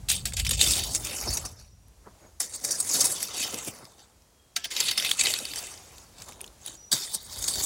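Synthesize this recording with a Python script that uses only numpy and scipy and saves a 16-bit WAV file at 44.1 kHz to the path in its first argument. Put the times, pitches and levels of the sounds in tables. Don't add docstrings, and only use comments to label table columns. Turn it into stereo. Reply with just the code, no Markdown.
import sys
import numpy as np
from scipy import signal
from scipy.fft import rfft, irfft, next_fast_len
from scipy.io import wavfile
from scipy.ndimage import uniform_filter1d, map_coordinates

SR = 44100
rng = np.random.default_rng(int(sys.argv[2]) if len(sys.argv) > 2 else 0)


def bounce(signal):
    frames = np.transpose(np.atleast_2d(signal))
    limited = np.clip(frames, -1, 1)
    pcm = np.round(limited * 32767).astype(np.int16)
    wavfile.write(sys.argv[1], SR, pcm)


N = 337365
TIME = np.arange(N) / SR
BAND_EDGES_HZ = np.geomspace(22, 16400, 28)
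BAND_CENTRES_HZ = np.sqrt(BAND_EDGES_HZ[1:] * BAND_EDGES_HZ[:-1])
# time in seconds, strike level in dB, spill level in dB,
# spill t60 in seconds, share of coarse stones in dB.
LANDINGS = [(0.0893, -13, -14.5, 0.25, -5), (0.2571, -10, -20.5, 0.12, -7), (0.369, -16, -28.5, 0.26, -9),
            (2.403, -13, -21, 0.22, -1.5), (4.564, -11.5, -38.5, 0.65, -0.5),
            (4.644, -17.5, -26, 0.1, -0.5), (4.706, -25, -23.5, 0.17, -3), (6.918, -10, -22, 0.73, -5)]


def from_db(db):
    return 10 ** (np.asarray(db) / 20)


def unit_rms(x):
    return x / np.sqrt(np.mean(x ** 2) + 1e-20)


def in_time(curve):
    return np.interp(TIME, *np.transpose(curve))


def at_hz(spectrum, hz):
    points_hz, values = np.transpose(spectrum)
    return np.interp(np.log(hz + 1e-9), np.log(points_hz), values)


def drift(rate):
    step, settle = 20, 2000
    pole = np.exp(-2 * np.pi * rate * step / SR)
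    noise = rng.standard_normal(N // step + settle + 2)
    slow = signal.lfilter([1], [1, -2 * pole, pole * pole], noise)[settle:]
    return np.interp(np.arange(N) / step, np.arange(len(slow)), unit_rms(slow))


def resonance(x, hz, width_hz):
    r = np.exp(-np.pi * width_hz / SR)
    feedback = [1, -2 * r * np.cos(2 * np.pi * hz / SR), r * r]
    return signal.lfilter(np.array([1, 0, -1]) * (1 - r * r) / 2, feedback, x)


def at_ports(x):
    # time in seconds, lag of the left port in samples.
    bearing = [(0, 12), (.75, 12), (1.0, 5), (1.2, -7), (2.0, -9), (2.36, 6), (3.1, 5.3), (3.25, 4),
               (3.55, -3), (4.0, -12), (4.54, -1), (5.6, -3.7), (6.05, -7), (6.45, -14), (7.0, -10),
               (7.65, -11)]
    # frequency in Hz, phase lead in radians.
    port_phase = [(500, 0), (1500, -1.1), (2800, -.9), (4300, 0), (6500, 1.0)]
    left = map_coordinates(x, [np.arange(N) - in_time(bearing)], order=3)
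    size = next_fast_len(N + SR // 10)
    turn = np.exp(1j * at_hz(port_phase, np.arange(size // 2 + 1) * SR / size))
    return np.array([irfft(rfft(left, size) * turn, size)[:N], x])


def coloured_noise(spectrum):
    size = next_fast_len(N)
    hz = np.arange(size // 2 + 1) * SR / size
    colour = from_db(at_hz(spectrum, hz)) * (hz > BAND_EDGES_HZ[0])
    white = rng.standard_normal((2, size))
    return unit_rms(irfft(rfft(white) * colour, size)[:, :N])


def wind(level_db, lumps_db):
    # time in seconds, level in dB.
    gusts = [(0.0, -45.5), (0.53, -38.5), (1.19, -58), (1.3, -41.5), (1.51, -57.5), (2.3, -68), (3.6, -70),
             (4.3, -74.5), (6.2, -64), (6.99, -73), (7.59, -50), (7.65, -64)]
    # frequency in Hz, density in dB.
    colour = [(25, -33), (50, 4), (80, 0.5), (130, -7), (200, -15), (400, -42), (1000, -45), (16000, -89.5)]
    lumps = unit_rms(from_db(lumps_db * drift(rate=27.0)))
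    return from_db(in_time(gusts) + level_db) * lumps * coloured_noise(colour)


def far_hiss(level_db):
    # time in seconds, level in dB.
    fader = [(0, -44.5), (1.7, -54.5), (2.2, -48), (2.4, -51), (4.1, -51), (4.5, -51.5), (6.0, -44.5),
             (7.65, -50.5)]
    # frequency in Hz, density in dB.
    colour = [(25, 4.5), (100, 5.5), (300, 3), (800, 1), (1600, -7), (3500, -8.5), (7000, -5), (10000, -9),
              (16000, -15.5)]
    return from_db(in_time(fader) + level_db) * coloured_noise(colour)


def swell(s, db, rise, t60):
    power = np.zeros(N)
    near = slice(max(int((s - rise) * SR), 0), int((s + t60) * SR) + 1)
    age = TIME[near] - s
    power[near] = from_db(db - 60 * np.maximum(-age / rise, age / t60)) ** 2
    return power


def snags(per_s, t60, share, spread_db=4, rise_s=0.0009):
    hits = (rng.random(N) < per_s / SR) * from_db(spread_db * rng.random(N)) ** 2
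    dying, growing = from_db(-60 / (t60 * SR)) ** 2, np.exp(-1 / (rise_s * SR))
    jerks = signal.lfilter([1], np.poly([dying, growing]), hits + 1e-18)
    return 1 - share + share * jerks / jerks.mean()


def rake_effort(drag_db, catch_db, strike_db):
    # time in seconds, level in dB.
    pulls = [
        [(.57, -25), (.625, -11.5), (.78, -14.5), (.88, -24.5), (1.33, -25.5), (1.48, -35), (1.54, -47),
         (1.72, -89)],
        [(2.61, -29), (2.68, -20.5), (2.8, -23.5), (3.03, -14.5), (3.3, -29.5), (3.37, -23), (3.55, -27),
         (3.8, -39.5), (4.18, -69)],
        [(4.72, -31), (4.8, -15), (4.96, -28.5), (5.02, -18), (5.16, -29.5), (5.25, -15), (5.47, -31),
         (5.6, -26.5), (5.8, -40), (6.05, -47)],
        [(7.2, -42.5), (7.33, -29), (7.5, -24), (7.65, -19)],
    ]
    # share of coarse stones in dB, soil level in dB.
    grounds = [(-7, -26.5), (-4.5, -27.5), (-5, -30.5), (-5.5, -29.5)]
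    # time in seconds, peak in dB, rise in seconds,
    # t60 in seconds, share of coarse stones in dB.
    catches = [(0.164, -13.5, 0.024, 0.025, -13), (0.336, -16, 0.013, 0.04, -7),
               (0.399, -12.5, 0.088, 0.081, -4.5), (0.449, -16.5, 0.0058, 0.09, -3),
               (0.467, -15.5, 0.008, 0.075, -4), (0.494, -8.5, 0.004, 0.027, -14),
               (0.511, -9.5, 0.023, 0.088, -9.5), (0.533, -14, 0.015, 0.12, -3),
               (0.593, -11.5, .005, 0.077, -2), (0.613, -3, 0.023, 0.098, -9.5),
               (0.952, -8, 0.039, 0.089, -1.5), (1.048, -12, .015, 0.035, -19), (1.17, -19, .15, 0.05, -13),
               (1.338, -16, 0.031, 0.061, -24), (1.373, -9, 0.012, 0.045, -6.5),
               (1.453, -17.5, 0.018, 0.064, -11), (2.648, -7, 0.033, 0.036, -5),
               (2.709, -8.5, 0.0046, 0.05, -12), (2.802, -5, 0.0062, 0.037, -10),
               (2.954, -5.5, 0.13, 0.15, -3), (3.008, -1, 0.025, 0.075, -22),
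               (3.053, -6.5, 0.07, 0.11, -25.5), (3.225, -14.5, 0.17, 0.22, -7.5),
               (3.341, -22, .01, 0.1, -6), (3.419, -18, 0.0092, 0.14, -9), (3.682, -14.5, 0.07, 0.056, -7),
               (4.765, -10.5, 0.0049, 0.057, 0), (4.803, -3.5, 0.0075, 0.029, -10.5),
               (4.889, -10, 0.079, 0.045, 0), (4.913, -9.5, 0.025, 0.039, -5.5),
               (4.976, -4.5, 0.0061, 0.069, -5.5), (5.05, -15, .04, 0.29, -1.5),
               (5.113, -7, 0.012, 0.024, -9), (5.193, -6, 0.017, 0.061, -7), (5.211, -3, 0.013, 0.029, -5),
               (5.257, -16, 0.04, 0.07, 6), (5.307, -18, 0.028, .04, -6), (5.338, -14, 0.0044, 0.097, 6),
               (5.589, -19, 0.048, 0.035, -21), (6.928, -2, 0.02, 0.057, -10),
               (7.147, -8.5, 0.074, 0.064, -26), (7.389, -18, .01, 0.05, -16),
               (7.425, -13.5, 0.026, 0.04, -7), (7.442, -10.5, 0.017, 0.017, -2),
               (7.48, -9.5, 0.02, 0.12, -11), (7.56, -13.5, 0.032, 0.058, -7.5),
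               (7.594, -14, 0.056, 0.026, -24), (7.638, -8, 0.056, 0.054, -26)]
    # time in seconds, gravel in dB, soil in dB, t60 in seconds.
    scuffs = [(1.606, -46.5, -57, 0.32), (2.08, -64, -52.5, 0.38), (2.239, -70, -48, 0.34),
              (2.545, -30.5, -46, 0.35), (3.998, -46, -51, 0.22), (5.9, -47.5, -56, 0.65),
              (6.214, -41, -46.5, 0.34), (6.29, -41, -43.5, 0.23), (6.428, -53.5, -46.5, 0.62),
              (6.683, -35, -42, 0.27)]
    soil_follows = 0.65
    heap_db_per_s = 4
    spill_delay_s, scuff_rise_share = 0.0065, 0.76
    loose_stones_db, loose_soil_db = -2.5, -28
    total, coarse, soil, caught, spilled = np.zeros((5, N))
    jerks = snags(per_s=85, t60=0.025, share=0.28)
    pebbles = snags(per_s=140, t60=0.008, share=0.5)
    for pull, (stones_db, soil_db) in zip(pulls, grounds):
        start, end = pull[0][0], pull[-1][0]
        level_db = in_time(pull)
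        down = (TIME >= start) & (TIME < end)
        drag = down * jerks * from_db(level_db + drag_db) ** 2
        total += drag
        coarse += drag * from_db(stones_db) ** 2
        soil += down * from_db(soil_db + soil_follows * level_db + heap_db_per_s * (TIME - start)) ** 2
    for s, db, rise, t60, stones_db in catches:
        catch = swell(s, db + catch_db, rise, t60)
        caught += catch
        coarse += catch * from_db(stones_db) ** 2
    for s, _, db, t60, stones_db in LANDINGS:
        spill = swell(s + spill_delay_s, db, spill_delay_s, t60)
        spilled += spill
        coarse += spill * from_db(stones_db) ** 2
    scuffed = pebbles * sum(swell(s, db, scuff_rise_share * t60, t60) for s, db, _, t60 in scuffs)
    soil += sum(swell(s, db, scuff_rise_share * t60, t60) for s, _, db, t60 in scuffs)
    soil += (caught + spilled) ** soil_follows * from_db(loose_soil_db) ** 2
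    total += caught + spilled + scuffed
    coarse += scuffed * from_db(loose_stones_db) ** 2
    coarse = np.minimum(coarse, 0.85 * total)
    fine = total - coarse
    for s, db, _, _, stones_db in LANDINGS:
        strike = swell(s, db + strike_db, rise=0.011, t60=0.04)
        fine += strike
        coarse += strike * from_db(stones_db) ** 2
    return fine, coarse, soil


def band_shares(spectrum):
    power = from_db(at_hz(spectrum, BAND_CENTRES_HZ)) ** 2 * np.diff(BAND_EDGES_HZ)
    return power / power.sum()


def band(x, index):
    low, high = BAND_EDGES_HZ[index:index + 2]
    bandpass = signal.butter(2, [low, high], "band", fs=SR, output="sos")
    return signal.sosfilt(bandpass, x + 1e-18) * np.sqrt(SR / 2 / (high - low))


def grains(per_s, spread_db, scatter_s):
    at = np.flatnonzero(rng.random(N, dtype=np.float32) < per_s / SR)
    chance = rng.random(N, dtype=np.float32)[at]
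    size_db = spread_db * np.minimum(-np.log(chance + 1e-9), 4)
    clicks = np.zeros(N)
    clicks[at] = from_db(size_db) * (-1.) ** at
    clicks = unit_rms(clicks)
    pole = np.exp(-1 / (scatter_s * SR))
    halo = np.sqrt(signal.lfilter([1 - pole], [1, -pole], clicks ** 2 + 1e-18))
    return np.vstack([clicks, halo * rng.standard_normal((2, N), dtype=np.float32)])


def clinks(index, gain, per_s, t60, spread_db):
    low, high = BAND_EDGES_HZ[index:index + 2]
    when, pitch, force, *phases = rng.random((int(per_s * N / SR), 6)).T
    at = (when * N).astype(int)
    hz = low + pitch * (high - low)
    size = unit_rms(from_db(spread_db * force))
    age = np.arange(int(t60 * SR)) / SR
    fade = from_db(-60 * age / t60) * np.minimum(age * low / 2, 1)
    fade /= np.sqrt(np.sum(fade ** 2) * per_s / SR / 2)
    envelopes = np.outer(size * gain[at], fade)
    places = (at[:, None] + np.arange(len(age))).ravel()
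    rings = [envelopes * np.sin(2 * np.pi * (np.outer(hz, age) + phase[:, None])) for phase in phases]
    return np.array([np.bincount(places, ring.ravel(), N)[:N] for ring in rings])


def gravel(stone_db, thud_db, judder_db, patchy_db, grains_per_s, base_per_s, clink_share, snap_share):
    # frequency in Hz, density in dB.
    grit_colour = [(100, -27), (700, -35), (1500, -13.5), (3300, -44), (4600, 4), (6500, -1), (8200, 1.5),
                   (10500, 1), (12500, -12), (15500, -6.5)]
    stone_colour = [(100, -37.5), (700, -19), (1400, -13), (2000, -5.5), (2700, -0.5), (3700, -0.5),
                    (4600, -5), (6500, 0), (16000, -47.5)]
    soil_colour = [(60, 0), (160, -1), (300, 1.5), (700, 2), (1200, 0), (2000, -9), (5000, -38.5),
                   (16000, -47.5)]
    thud_colour = [(60, -1), (150, 8), (300, 7.5), (700, 0.5), (1300, 0), (2500, -45), (16000, -55.5)]
    # time in seconds, peak in dB.
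    knocks = [(0.518, -43), (0.947, -47), (1.275, -31), (1.334, -49), (1.452, -41.5), (2.07, -44),
              (2.641, -48), (2.95, -38), (3.537, -34.5), (3.676, -35), (3.828, -46.5), (4.569, -55),
              (5.251, -43), (5.416, -43), (6.928, -35.5)]
    fine, coarse, soil = rake_effort(drag_db=-6.0, catch_db=-7.5, strike_db=-3.5)
    thuds = sum(swell(s, db + thud_db, rise=0.058, t60=0.059) for s, db in knocks)
    layers = [(fine, band_shares(grit_colour)),
              (coarse * from_db(stone_db) ** 2, band_shares(stone_colour)),
              (soil, band_shares(soil_colour)),
              (thuds, band_shares(thud_colour))]
    # frequency in Hz, share of power.
    direct_shares = [(100, .88), (450, .95), (1200, .45), (2000, .6), (2600, .97), (3800, .97), (5000, .62),
                     (8000, .5), (15000, .18)]
    judder = unit_rms(from_db(judder_db * drift(rate=50)))
    snaps = grains(per_s=280, spread_db=2.8, scatter_s=0.0022)
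    straight, scattered = np.zeros(N), np.zeros((2, N))
    for k, hz in enumerate(BAND_CENTRES_HZ):
        if hz < 70:
            continue
        flicker = unit_rms(from_db(patchy_db * drift(rate=13.7)))
        gain = np.sqrt(sum(power * share[k] for power, share in layers)) * judder * flicker
        per_s = base_per_s + grains_per_s * hz / BAND_CENTRES_HZ[-1]
        crackle = grains(per_s, spread_db=-1.5, scatter_s=0.0028)
        contacts = np.sqrt(1 - snap_share) * crackle + np.sqrt(snap_share) * (-1) ** k * snaps
        crunch = band(contacts * gain, k)
        if hz > 1200:
            ringing = clinks(k, gain, per_s=130, t60=0.034, spread_db=13)
            crunch = np.sqrt(1 - clink_share) * crunch + np.sqrt(clink_share) * ringing
        direct = at_hz(direct_shares, hz)
        straight += np.sqrt(direct) * crunch[0]
        scattered += np.sqrt(1 - direct) * crunch[1:]
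    stony = uniform_filter1d(coarse / (fine + coarse + 1e-18), size=SR // 100)
    return at_ports(straight) + scattered, stony


def rake_head(crunch, stony, level_db, vary_db, stone_damping):
    # frequency in Hz, width in Hz, boost in dB.
    modes = [(2070, 40, 5), (2583, 35, 7), (3051, 70, 5), (3595, 55, 9), (3820, 70, 7.5), (4150, 150, -3),
             (4540, 110, 11), (5240, 45, 8), (5706, 60, 6), (6030, 80, 6), (6510, 90, 7), (6770, 60, 9),
             (7640, 75, 9.5), (8130, 110, 6.5), (8590, 55, 7), (9125, 70, 7), (10190, 110, 8),
             (10900, 90, 7), (12490, 110, 5), (15100, 400, 4)]
    rung = crunch
    for hz, width, boost_db in modes:
        boost = from_db(boost_db + vary_db * drift(rate=5.8))
        rung = rung + (boost - 1) * resonance(rung, hz, width)
    return from_db(level_db) * (crunch + (1 - stone_damping * stony) * (rung - crunch))


def clacks(level_db, snap, crumble_t60, scatter_db, ring_db, band_hz):
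    # start in seconds, peak in dB, ring in Hz.
    hits = [(0.087, -11, 4000), (0.101, 0, 6380), (0.116, -2.5, 8340), (0.2548, -6, 7850),
            (0.323, -22.5, 2090), (0.398, -8, 3810), (0.4488, -13.5, 3400), (0.466, -12.5, 2550),
            (0.492, -7.5, 8300), (0.5103, -6, 3650), (0.613, -2.5, 3800), (0.7364, -7, 4500),
            (0.838, -7.5, 7800), (0.949, -7.5, 7200), (1.883, -42.5, 11000), (2.404, -24.5, 8300),
            (2.707, -10, 6240), (2.9547, -17, 6500), (3.011, -19.5, 7700), (3.0437, -6, 4970),
            (3.2285, -9, 8040), (3.543, -10, 5960), (3.853, -28.5, 5030), (4.221, -44.5, 5930),
            (4.564, -18, 4450), (4.7655, -12.5, 3880), (4.805, -6, 6250), (4.811, -11, 4470),
            (4.885, -4, 6300), (4.896, -11, 3900), (4.978, -29, 2320), (4.999, -7.5, 3160),
            (5.048, -7, 3800), (5.092, -14, 3170), (5.1144, -8, 3480), (5.21, -19, 3580),
            (5.2575, -5.5, 3870), (5.307, -12, 3760), (5.3382, -6, 4250), (5.388, -11.5, 5500),
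            (5.453, -13.5, 4530), (5.5363, -17.5, 5000), (5.559, -12.5, 5700), (5.59, -19, 5460),
            (5.67, -23, 7700), (5.776, -30, 4800), (5.9824, -25, 4470), (6.221, -20, 6000),
            (6.286, -26, 5840), (6.3226, -24.5, 2220), (6.4076, -21.5, 2500), (6.4135, -20, 9270),
            (6.4425, -22, 3080), (6.4635, -30, 6700), (6.4772, -28, 4100), (6.662, -18.5, 9670),
            (7.148, -14.5, 6400), (7.442, -17, 4480), (7.4815, -9, 4560), (7.624, -11.5, 6660)]
    out = np.zeros((3, N + SR))
    age = TIME[:SR // 25]
    thin = signal.butter(2, band_hz, "band", fs=SR, output="sos")
    for s, db, hz in hits:
        contact = rng.standard_normal((3, len(age))) * from_db(-60 * age / crumble_t60)
        contact[0, 0] += snap
        contact[1:] *= from_db(scatter_db)
        knock = signal.sosfilt(thin, contact) + from_db(ring_db) * resonance(contact, hz, width_hz=380)
        out[:, int(s * SR):][:, :len(age)] += from_db(db + level_db) * knock / np.abs(knock[0]).max()
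    return at_ports(out[0, :N]) + out[1:, :N]


def tone(s, hz, db, t60, onset_s):
    age = TIME[TIME >= s][:int(t60 * SR)] - s
    fade = from_db(db - 60 * age / t60) * (1 - np.exp(-age / onset_s))
    out = np.zeros(N)
    out[int(s * SR):][:len(age)] = fade * np.sin(2 * np.pi * (hz * age + rng.random()))
    return out


def handle(level_db):
    # frequency in Hz, level in dB, t60 in seconds.
    modes = [(699, -6.5, 0.11), (1326, -15.5, 0.4), (1600, 3, 0.083), (1720, -13.5, 0.38), (1960, 4, 0.041),
             (3290, -18.5, 0.59)]
    return sum(tone(s, hz, strike_db + mode_db + level_db, t60, onset_s=0.0023)
               for s, strike_db, *_ in LANDINGS for hz, mode_db, t60 in modes)


def free_tines(waver_db):
    # start in seconds, pitch in Hz, level in dB, rise and t60 in seconds.
    releases = [(1.56, 5800, -60.5, 0.0077, 1.6), (1.56, 5250, -56, 0.01, 0.51),
                (2.2, 6670, -50, 0.055, 0.4), (4.1, 3260, -67.5, 0.01, 3.6), (6.756, 5840, -32, 0.09, 1.1),
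                (6.754, 5820, -43, 0.19, 2.2)]
    out = np.zeros(N)
    for s, hz, db, rise, t60 in releases:
        next_landing = min(landing[0] for landing in LANDINGS if landing[0] > s)
        out += tone(s, hz, db, t60, rise) * from_db(waver_db * drift(rate=45)) * (TIME < next_landing)
    return out


def scene():
    # time in seconds, left minus right in dB.
    pan = [(0, -3), (.8, -0.5), (1.4, 2.5), (2.4, -2), (3.6, 1.1), (4.6, -1), (5.2, -1), (5.6, 4), (6.9, 3),
           (7.3, 0.5)]
    crunch, stony = gravel(stone_db=1.5, thud_db=6.5, judder_db=0.32, patchy_db=3.0,
                           grains_per_s=2200, base_per_s=300, clink_share=0.33, snap_share=0.25)
    raking = rake_head(crunch, stony, level_db=-5.5, vary_db=2.3, stone_damping=0.7)
    stones = clacks(level_db=-5.5, snap=4.8, crumble_t60=0.015, scatter_db=3.0, ring_db=16,
                    band_hz=(1740, 12300))
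    panned = (raking + stones) * from_db(np.outer([.5, -.5], in_time(pan)))
    rings = at_ports(free_tines(waver_db=4.5) + handle(level_db=-23.5))
    return panned + rings + wind(level_db=9.0, lumps_db=1.5) + far_hiss(level_db=-8.5)


def record(dry):
    # frequency in Hz, left minus right in dB.
    balance = [(60, 7.2), (400, 0.22), (2500, 0.3), (4000, 3.1), (8000, 1.4), (12000, 2.7), (15000, 4.5)]
    # frequency in Hz, width in Hz, gain in dB.
    notches = [(13250, 300, -10), (14100, 600, -11)]
    cutoff_hz = 15850
    size = next_fast_len(N + SR // 10)
    balance_db = at_hz(balance, np.arange(size // 2 + 1) * SR / size)
    heard = irfft(rfft(dry, size) * from_db(np.outer([.5, -.5], balance_db)), size)[:, :N]
    for hz, width, db in notches:
        heard = heard + (from_db(db) - 1) * resonance(heard, hz, width)
    return signal.sosfilt(signal.ellip(12, .1, 80, cutoff_hz, fs=SR, output="sos"), heard)


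dry = scene()
out = record(dry)
bounce(out)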